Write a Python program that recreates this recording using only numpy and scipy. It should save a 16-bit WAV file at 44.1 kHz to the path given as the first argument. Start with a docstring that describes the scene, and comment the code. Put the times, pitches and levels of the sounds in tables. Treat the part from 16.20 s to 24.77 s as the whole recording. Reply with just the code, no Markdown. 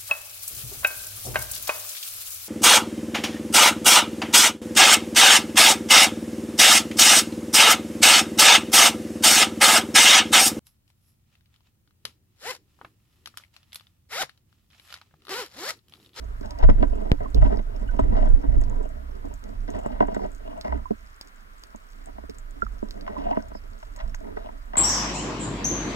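"""Under water, a speargun's barrel hums low over a soft sea hiss, then hands and line rub and knock the gun.
Near the start one sharp snap jolts the sealed camera housing that it carries; snapping shrimp tick all round.
The hum is two wavering tones; knocks, scrapes and rubbing are noise that rings the modes of gun and housing.
Sound borne by the gun shakes the two microphone ports mostly in opposite directions;
ticks are noise bursts that ring the housing window, and the sea is shaped noise."""
import sys
import numpy as np
from scipy import signal
from scipy.io import wavfile
from scipy.ndimage import uniform_filter1d

SR = 44100
rng = np.random.default_rng(int(sys.argv[2]) if len(sys.argv) > 2 else 0)


def to_wav(s):
    """Save 16-bit WAV."""
    ch = np.atleast_2d(s).T  # columns
    pcm = np.round(np.clip(ch, -1, 1) * 32767)  # PCM
    wavfile.write(sys.argv[1], SR, pcm.astype(np.int16))


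N = 377915

# Modes of gun and housing: [f/Hz, damping/Hz (decay rate over 2 pi), left level/dB, right level/dB,
# lead of the inverted right port/rad]
GUN_MODES = [(114, 38, -22, -11.5, -0.15), (216, 24.7, -13, 2.5, -0.14), (281, 22.4, -4, 3, 0.47),
             (411.5, 51.4, -6, -1.5, -0.2), (484, 41, -8.5, -9.5, 0.23), (589, 48, -4, -17, 0.029),
             (641.6, 45.6, 3.5, -4.5, 0.36), (687.4, 76, 1, 0.5, 0.071), (861, 49, -3.5, -8.5, -0.27),
             (963, 40.4, -8, -3.5, -0.71), (1060, 68, -12, -10.5, -0.65), (1258, 63, -24, -16, -1.2),
             (1516, 102, -17.5, -21, -1.33), (1944, 170, -18.5, -19, -0.98), (2820, 310, -29.5, -30, 1),
             (3690, 530, -41, -37, 1), (5100, 1030, -41, -38.5, 1)]
MODE_HZ = np.array(GUN_MODES)[:, 0]
HIGH = MODE_HZ > 540
# harder contact favours the higher modes more, up to 2 kHz
HARDNESS = HIGH * (1 + 0.48 * np.log2(np.minimum(MODE_HZ, 2000) / 640))


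def amp(db):
    """Amplitude ratio of a level in dB."""
    return 10 ** (np.asarray(db) / 20)


def evened(x):
    """Scale to rms 1."""
    return x / np.sqrt(np.mean(x ** 2) + 1e-20)


def add(mix, s, sound):
    """Lay a sound into the mix at s seconds, cut off at the end."""
    part = mix[:, round(s * SR):][:, :sound.shape[1]]
    part += sound[:, :part.shape[1]]


def wander(rate_hz):
    """Slow chance of rms 1: sines up to rate_hz, the slower ones larger."""
    t = np.arange(0, N + 64, 64) / SR
    slow = sum(np.sin(2 * np.pi * (f * t + rng.random())) / np.sqrt(f)
               for f in rate_hz * np.geomspace(.05, 1, num=24))
    return np.interp(np.arange(N) / SR, t, evened(slow))


def gestures(rows, index, rise_s, sag_db_s, fall_db_s):
    """Power of gestures that rise, sag gently while held, then fall away."""
    power, t = np.zeros((1, N)), np.arange(2 * SR) / SR
    for row in rows:
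        start, length = row[:2]
        fade_db = sag_db_s * t + fall_db_s * np.maximum(t - length, 0)
        level = np.minimum(t / rise_s, 1) * amp(row[index] - fade_db)
        add(power, start, level[None] ** 2)
    return power[0]


def drift_db():
    """How much the gun drifts in the hand between swings."""
    # Drift of the slow sway: [t/s, level/dB]
    drift_points = [(0, -36), (1.5, -31), (2.8, -35.5), (4.1, -37.5), (5.2, -51.5), (6.2, -40.5),
                    (8.57, -40)]
    return np.interp(np.arange(N) / SR, *np.transpose(drift_points))


def sway_levels():
    """Size of the slow and the fast sway: the drift plus the swings."""
    # Swings of the barrel: [start t/s, length/s, slow sway level/dB, fast sway level/dB]
    swing_rows = [(0.0, 0.15, -56.5, -29.5), (0.41, 0.36, -17, -20), (1.14, 0.22, -21, -15),
                  (1.66, 0.2, -24.5, -36), (1.81, 0.33, -17, -18), (2.26, 0.31, -20, -23),
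                  (3.33, 0.43, -49, -31), (3.72, 0.19, -34.5, -32), (4.48, 0.12, -40.5, -29.5),
                  (6.42, 0.44, -38.5, -36), (7.82, 0.072, -26.5, -33)]
    rise_s, sag_db_s, fall_db_s = 0.024, (4, 40.5), (112, 134)  # slow and fast sway
    fast_db, fast_growth = -4.5, 1.124  # the fast sway lies lower and follows the drift more steeply
    drift = drift_db()
    fast_drift = fast_db + drift + (fast_growth - 1) * (drift - drift.max())
    rest = amp([drift, fast_drift])
    swung = [gestures(swing_rows, 2 + k, rise_s, sag_db_s[k], fall_db_s[k]) for k in range(2)]
    return np.sqrt(rest ** 2 + swung)


def sway(levels):
    """The barrel bends at wavering pitches; large swings push the two membranes out of their linear range."""
    # Bending of the barrel: [f/Hz, wavering of f/Hz, left over right level/dB]
    bends = [(26.5, 1, -6), (48, 6.5, -7)]
    out = np.zeros((2, N))
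    for (hz, wavering, pan_db), level in zip(bends, levels):
        phase = 2 * np.pi * np.cumsum(hz + wavering * wander(9)) / SR
        tone = np.sin(phase) * amp(3.34 * wander(33))
        sides = amp([[pan_db / 2], [-pan_db / 2]])
        out += evened(tone) * level * sides / sides.mean()
    # the squared swing bends the ports in opposite directions
    warp = signal.sosfilt(signal.butter(2, 14, "high", fs=SR, output="sos"), out.mean(0) ** 2)
    stiff = 0.21  # the left membrane stiffens towards this swing
    out[0] = stiff * np.tanh(out[0] / stiff)
    return out + 4.9 * warp * np.array([[-1], [1]])


def buffeting(levels):
    """Water shoved past with the fast sway thumps each port on its own: low noise in a narrow band."""
    band = signal.butter(2, [68, 100], "band", fs=SR, output="sos")
    thumps = signal.sosfilt(band, rng.standard_normal((2, N)))
    lumpy_db = 3
    return amp([[-8], [-6]]) * evened(thumps * amp(lumpy_db * wander(25))) * levels[1]


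def rings():
    """Impulse response of each gun mode at the two ports, with a soft start that keeps its skirts steep."""
    hz, damping, left_db, right_db, lead = np.transpose(GUN_MODES)[:, :, None]
    t = np.arange(SR // 5) / SR
    fade, turn = 2 * np.pi * damping * t, 2 * np.pi * hz * t
    sign = (-1.) ** np.arange(len(GUN_MODES))[:, None]  # neighbours swing in opposite sense
    shape = sign * damping * fade * np.exp(-fade)
    left = amp(left_db) * shape * np.sin(turn)
    right = -amp(right_db) * shape * np.sin(turn + lead)
    return np.stack([left, right], axis=1)


def knocks(ring):
    """A first contact and a rattle after it; each spot that is hit favours other modes."""
    # Knocks: [t/s, peak level over both ports/dB, high over low modes level/dB, length of the rattle/ms]
    knock_rows = [(0.208, -24, -8, 2.6), (0.485, -6, -7.5, 12), (0.625, -6.5, 1, 9.7),
                  (1.002, -20.5, -3.5, 19), (1.14, -17, -17, 25), (1.369, -20, -3.5, 4),
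                  (1.789, -8, -1.5, 7.1), (2.236, -21.5, -4, 10), (2.366, -19.5, -24, 12),
                  (3.039, -23.5, -9.5, 15.5), (3.489, -27.5, 3, 5.8), (3.544, -24, 1.5, 28),
                  (3.657, -13, -6, 3), (3.803, -3.5, -1, 8), (3.822, -9.5, -3, 10.6),
                  (3.881, -17, -2.5, 6.6), (3.944, -28, 23, 10.3), (3.962, -12.5, -2.5, 5.7),
                  (3.991, -24, 0, 10.5), (4.522, -16.5, 3, 5.4), (4.704, -10, -12, 8),
                  (5.543, -29.5, -5, 3.5), (5.981, -27, 0.5, 1.8), (6.034, -30.5, -1.5, 2.5),
                  (6.089, -27.5, -21, 8), (6.423, -20.5, -13, 7.1), (6.624, -16, -10.5, 6.4),
                  (6.864, -29.5, 12, 7.1), (6.876, -23, 13, 7.1), (7.169, -10.5, -3.5, 3.1),
                  (7.314, -28.5, 1, 3), (7.348, -24.5, 0, 2.8), (7.626, -33.5, 13, 5.9),
                  (7.943, -29.5, 26, 1.8), (8.168, -24.5, 1.5, 10.7), (8.287, -28.5, 5, 5),
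                  (8.533, -24, 6, 10.5), (8.554, -21, 19, 5.1)]
    out, t = np.zeros((2, N)), np.arange(6000) / SR
    spread_db = 1.5
    for s, db, high_db, ms in knock_rows:
        spot, rattle = rng.standard_normal(len(GUN_MODES)), rng.standard_normal(len(t))
        body = np.tensordot(amp(spread_db * spot + high_db * HARDNESS), ring, 1)
        length = max(ms, 1) / 1000
        onset = 1 - np.exp(-t / (0.00047 + 0.017 * length))
        tap = np.exp(-((t - .0012) / .00009) ** 2)
        # brief contacts open with a clean tap
        blow = rattle * onset * np.exp(-t / length) + min(3.0, 0.017 / length) * tap
        # padded contacts carry little treble; the hardest ones reach further
        soft_hz = np.clip(3240 * amp(0.49 * high_db), 1000, 12000)
        blow = signal.lfilter(*signal.butter(2, soft_hz, fs=SR), blow)
        sound = signal.fftconvolve(blow[None], body, axes=1)
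        add(out, s, amp(db) * sound / np.sqrt((sound ** 2).mean(0)).max())
    return out


def snap():
    """A crack opposite in the ports, a pressure dip with a slow rebound in both, and a ring near 500 Hz."""
    snap_s = .9172
    out, t = np.zeros((2, N)), np.arange(6000) / SR
    crack = amp(-3) * np.exp(-((t - .0003) / .00009) ** 2)
    fizz = amp(-24.0) * uniform_filter1d(rng.standard_normal(len(t)), size=4) * np.exp(-t / 0.0019)
    dip = -amp(2.2) * (1 - np.exp(-t / .0005)) * np.exp(-t / .0022)
    rebound = amp(.3) * np.exp(-t / .009) * np.sin(2 * np.pi * 27 * t)
    ring = -amp(-19 - 60 * t / .08) * (1 - np.exp(-t / .003)) * np.sin(2 * np.pi * 500 * t)
    both = dip + rebound + fizz
    add(out, snap_s, np.array([both + crack + ring, both - amp(-4) * crack - ring]))
    return out


def rub_level(k):
    """Pressure on the low (0) or high (1) modes: the strokes over the drift."""
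    # Strokes of glove and line: [start t/s, length/s, low modes drive level/dB, high modes drive level/dB]
    stroke_rows = [(0.22, 0.32, -50, -49.5), (0.57, 0.35, -39, -48), (0.97, 0.13, -50, -51.5),
                   (1.14, 0.21, -41.5, -45), (1.59, 0.21, -44, -50), (1.82, 0.25, -35, -44.5),
                   (2.09, 0.6, -43.5, -50.5), (2.88, 0.19, -50, -57), (3.47, 0.31, -44.5, -46.5),
                   (3.81, 0.26, -41, -47), (4.19, 0.19, -49.5, -52.5), (4.44, 0.11, -43, -45),
                   (5.86, 0.043, -57, -56), (6.64, 0.28, -50, -59), (6.87, 0.23, -43.5, -44.5),
                   (7.03, 0.16, -42, -40.5), (7.745, 0.056, -58.5, -49), (8.0, 0.095, -47.5, -53),
                   (8.16, 0.093, -46, -44.5)]
    held = gestures(stroke_rows, 2 + k, rise_s=0.0095, sag_db_s=4, fall_db_s=251)
    under_drift_db = (-20, -26)  # faint rubbing that goes with the drift, on low and high modes
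    return np.sqrt(held + amp(drift_db() + under_drift_db[k]) ** 2)


def rubbing(ring):
    """Clumped slips of glove and line wander over the gun, so each mode is stirred in its own bursts."""
    out, clumps = np.zeros((2, N)), amp(3.15 * wander(80) + 1.5 * wander(18))
    bright_db_oct = 0.5  # above 1.5 kHz rubbing stirs the modes more than knocks do
    bright_db = bright_db_oct * np.log2(np.maximum(MODE_HZ / 1500, 1))
    ring = ring * amp(bright_db)[:, None, None]
    slips_per_s = 1500
    slips = amp(2.83 * np.minimum(rng.exponential(1, N), 5)) * (rng.random(N) < slips_per_s / SR)
    for k, group in enumerate((~HIGH, HIGH)):
        pressure = evened(slips * clumps) * rub_level(k)
        scale = np.linalg.norm(ring[group].mean(1))
        for mode in ring[group]:
            drive = pressure * rng.standard_normal(N) * evened(amp(2.84 * wander(30)))
            out += signal.oaconvolve(drive[None], mode[:, :4000] / scale, axes=1)[:, :N]
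    return out


def scrapes(ring):
    """Gritty noise swells to a peak and dies away; it reaches the top modes far more than a padded knock does."""
    # Scrapes along the gun: [peak t/s, peak rms level/dB, high over low modes level/dB, rise/ms, fall/ms]
    scrape_rows = [(0.438, -20.5, 1.5, 40, 8.4), (0.501, -28, 10, 17, 10), (1.219, -22.5, 0, 4.6, 16),
                   (1.256, -23, -2.5, 12.2, 9.9), (1.322, -21, -5.5, 40.3, 16), (1.391, -27.5, -2, 12, 6.4),
                   (1.8, -31, 3, 6, 30), (1.965, -22, -1, 3, 50), (4.05, -26.5, -2, 23, 9.1),
                   (7.803, -36.5, 14, 25, 12)]
    bright_db_oct, grit_db = 0.6, 4  # lift of the modes above 2 kHz; lumpiness of the contact
    out, t = np.zeros((2, N)), np.arange(12000) / SR
    bright_db = bright_db_oct * np.log2(np.maximum(MODE_HZ / 2000, 1))
    for s, db, high_db, rise_ms, fall_ms in scrape_rows:
        spot = rng.standard_normal(len(GUN_MODES))
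        noise, lump = rng.standard_normal((2, len(t)))
        body = np.tensordot(amp(spot + high_db * HARDNESS + bright_db), ring, 1)
        rise, fall = max(rise_ms, 1) / 1000, max(fall_ms, 1) / 1000
        swell = np.minimum(t / rise, 1) ** 2 * np.exp(-np.maximum(t - rise, 0) / fall)
        grit = amp(grit_db * evened(uniform_filter1d(lump, size=130)))
        sound = signal.fftconvolve((noise * swell * grit)[None], body, axes=1)
        peak_rms = np.sqrt(uniform_filter1d((sound ** 2).mean(0), size=400).max())
        add(out, s - rise, amp(db) * sound / peak_rms)
    return out


def pings():
    """Small parts ring at one pitch, opposite in the ports and stronger in the right."""
    # Pings: [t/s, level of the ports' mean before onset and decay/dB, f/Hz, fall by 60 dB/s]
    ping_rows = [(1.058, -31, 1060, 0.039), (1.676, -54.5, 2910, 0.098), (1.689, -38.5, 1506, 0.086),
                 (4.656, -31, 1017, 0.055), (6.4206, -17, 1387, 0.038), (6.4657, -27.5, 1290, 0.017),
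                 (6.878, -28, 1035, 0.031), (6.966, -30, 1013, 0.063), (8.554, -37, 2020, 0.033)]
    out, t = np.zeros((2, N)), np.arange(4000) / SR
    for s, db, hz, t60 in ping_rows:
        tone = amp(db - 60 * t / t60) * (1 - np.exp(-t / 0.00094)) * np.sin(2 * np.pi * hz * t)
        add(out, s, tone * np.array([[-1.1], [3.1]]))
    return out


def squeak():
    """A thin fizzy squeak: noise in one narrow band that swells and fades, opposite in the ports."""
    # Squeak: [length/s, level of the ports' mean before the swell/dB, f/Hz, bandwidth/Hz]
    squeak_row = (.065, -59.5, 5050, 500)
    squeak_s = 7.335
    length, db, hz, width = squeak_row
    out, t = np.zeros((2, N)), np.arange(0, length, 1 / SR)
    band = signal.butter(2, [hz - width / 2, hz + width / 2], "band", fs=SR, output="sos")
    fizz = evened(signal.sosfilt(band, rng.standard_normal(SR // 5))[:len(t)])
    swell = np.sin(np.pi * t / length)
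    add(out, squeak_s, amp(db) * swell * fizz * np.array([[-.4], [2.4]]))
    return out


def tick(hz, noise):
    """A short crackle that rings the housing window; low ticks lean right, high ticks left."""
    port_lag = 6  # samples by which the window's ring reaches the left port later
    t = np.arange(len(noise)) / SR
    burst = noise * (np.exp(-t / 0.00049) + 0.12 * np.exp(-t / 0.012))
    window = np.exp(-np.pi * 1300 * t) * np.sin(2 * np.pi * hz * t)
    tone = signal.fftconvolve(burst, window)[:len(t)]
    lean = amp((hz - 6100) / 1000)
    pair = np.array([lean * np.pad(tone, (port_lag, 0)), np.pad(tone, (0, port_lag)) / lean])
    # the brightest part arrives in both ports together
    edge = np.pad(np.diff(uniform_filter1d(burst, size=3), 2), (0, port_lag + 2))
    return pair / abs(pair.mean(0)).max() + 0.32 * edge


def shrimp():
    """Near snaps from the table, and small volleys of mostly fainter far ones."""
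    # Near shrimp: [t/s, peak level of the window's ring/dB, f/Hz]
    near = [(0.211, -44, 4940), (0.2588, -43, 5370), (0.3079, -34.5, 4700), (0.388, -39, 5170),
            (1.146, -30, 4570), (1.3717, -44, 5090), (1.563, -44, 5300), (1.796, -41.5, 7500),
            (2.0587, -46, 5500), (2.091, -46, 7820), (2.4134, -39, 6940), (2.4383, -37, 4900),
            (2.498, -41, 6830), (2.6299, -49, 7700), (3.1397, -37.5, 7150), (3.24, -38, 5350),
            (3.5034, -34, 6750), (3.5887, -43.5, 7100), (3.6624, -40, 7400), (3.873, -47, 6900),
            (3.9465, -36, 7540), (4.118, -43, 7470), (4.1485, -45, 6900), (4.4116, -32, 4600),
            (5.012, -28, 4870), (5.0736, -42.5, 5430), (5.437, -32, 4700), (5.5607, -39.5, 6700),
            (5.8594, -37, 7660), (6.097, -36, 4730), (6.1848, -37, 7100), (6.309, -42.5, 7200),
            (6.6866, -45, 5050), (6.7086, -34, 5000), (6.8102, -41.5, 4700), (7.2245, -43.5, 5420),
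            (7.2853, -45.5, 7060), (7.6324, -46, 5660), (7.7623, -40, 7000), (7.9475, -33, 6400)]
    out, far, volley = np.zeros((2, N)), 600, 3
    for s, db, hz in near:
        add(out, s, amp(db) * tick(hz, rng.standard_normal(900)))
    starts = np.repeat(rng.random(far // volley) * N / SR, volley)
    for start in starts:
        late, size, pitch = rng.random(3)
        noise = rng.standard_normal(900)
        hz = (5200 if pitch < .4 else 7250) * (1 + 0.056 * noise[-1])
        add(out, start + .15 * late, amp(-62.5 + 13.4 * size ** 2) * tick(hz, noise))
    return out


def hiss(points, db):
    """Steady noise of a given spectrum and rms level, with faint drifting patches."""
    frames, hz = N // 256 + 5, np.fft.rfftfreq(1024, 1 / SR)
    a, b, patches = rng.standard_normal((frames, 513, 3)).T
    patches_db = evened(uniform_filter1d(uniform_filter1d(patches, size=12, axis=0), size=8, axis=1))
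    f, level_db = np.transpose(points)
    spectrum_db = np.interp(np.log(hz + 1), np.log(f + 1), level_db)[:, None]
    z = (a + 1j * b) * amp(spectrum_db + patches_db)
    return amp(db) * evened(signal.istft(z, nperseg=1024, noverlap=768)[1][:N])


def sea_hiss():
    """Soft background: one noise alike in both ports, another opposite in them."""
    # Spectrum of the part alike in both ports: [f/Hz, relative level per Hz/dB]
    mid_points = [(60, -28.5), (146, -15), (480, -20), (880, -20.5), (1380, -12.5), (2150, -20.5),
                  (2500, -25.5), (4120, -30.5), (14200, -35), (16000, -37)]
    # Spectrum of the part opposite in the ports: [f/Hz, relative level per Hz/dB]
    side_points = [(60, -9), (139, -29), (515, -42), (1010, 4), (1310, 8), (1580, 0.5), (2150, -2.5),
                   (2500, -9), (5210, -15.5), (8920, -27), (13600, -25.5), (16000, -50)]
    mid, side = hiss(mid_points, db=-61), hiss(side_points, db=-55.5)
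    return np.array([mid + side, mid - side])


def scene():
    """Everything the gun carries to the ports, then the shrimp and the sea around it."""
    ring, levels = rings(), sway_levels()
    gun = sway(levels) + buffeting(levels)
    gun += knocks(ring) + snap() + rubbing(ring) + scrapes(ring) + pings() + squeak()
    return gun + shrimp() + sea_hiss()


def record(dry):
    """The input stage saturates near full scale; then the band limit."""
    knee, edge_hz = 6, 15900  # sharpness of the saturation; top of the band in Hz
    saturated = dry / (1 + abs(dry) ** knee) ** (1 / knee)
    low_pass = signal.firwin(511, edge_hz, window=("kaiser", 9), fs=SR)
    return signal.oaconvolve(saturated, low_pass[None], "same", axes=1)


dry = scene()
out = record(dry)
to_wav(out)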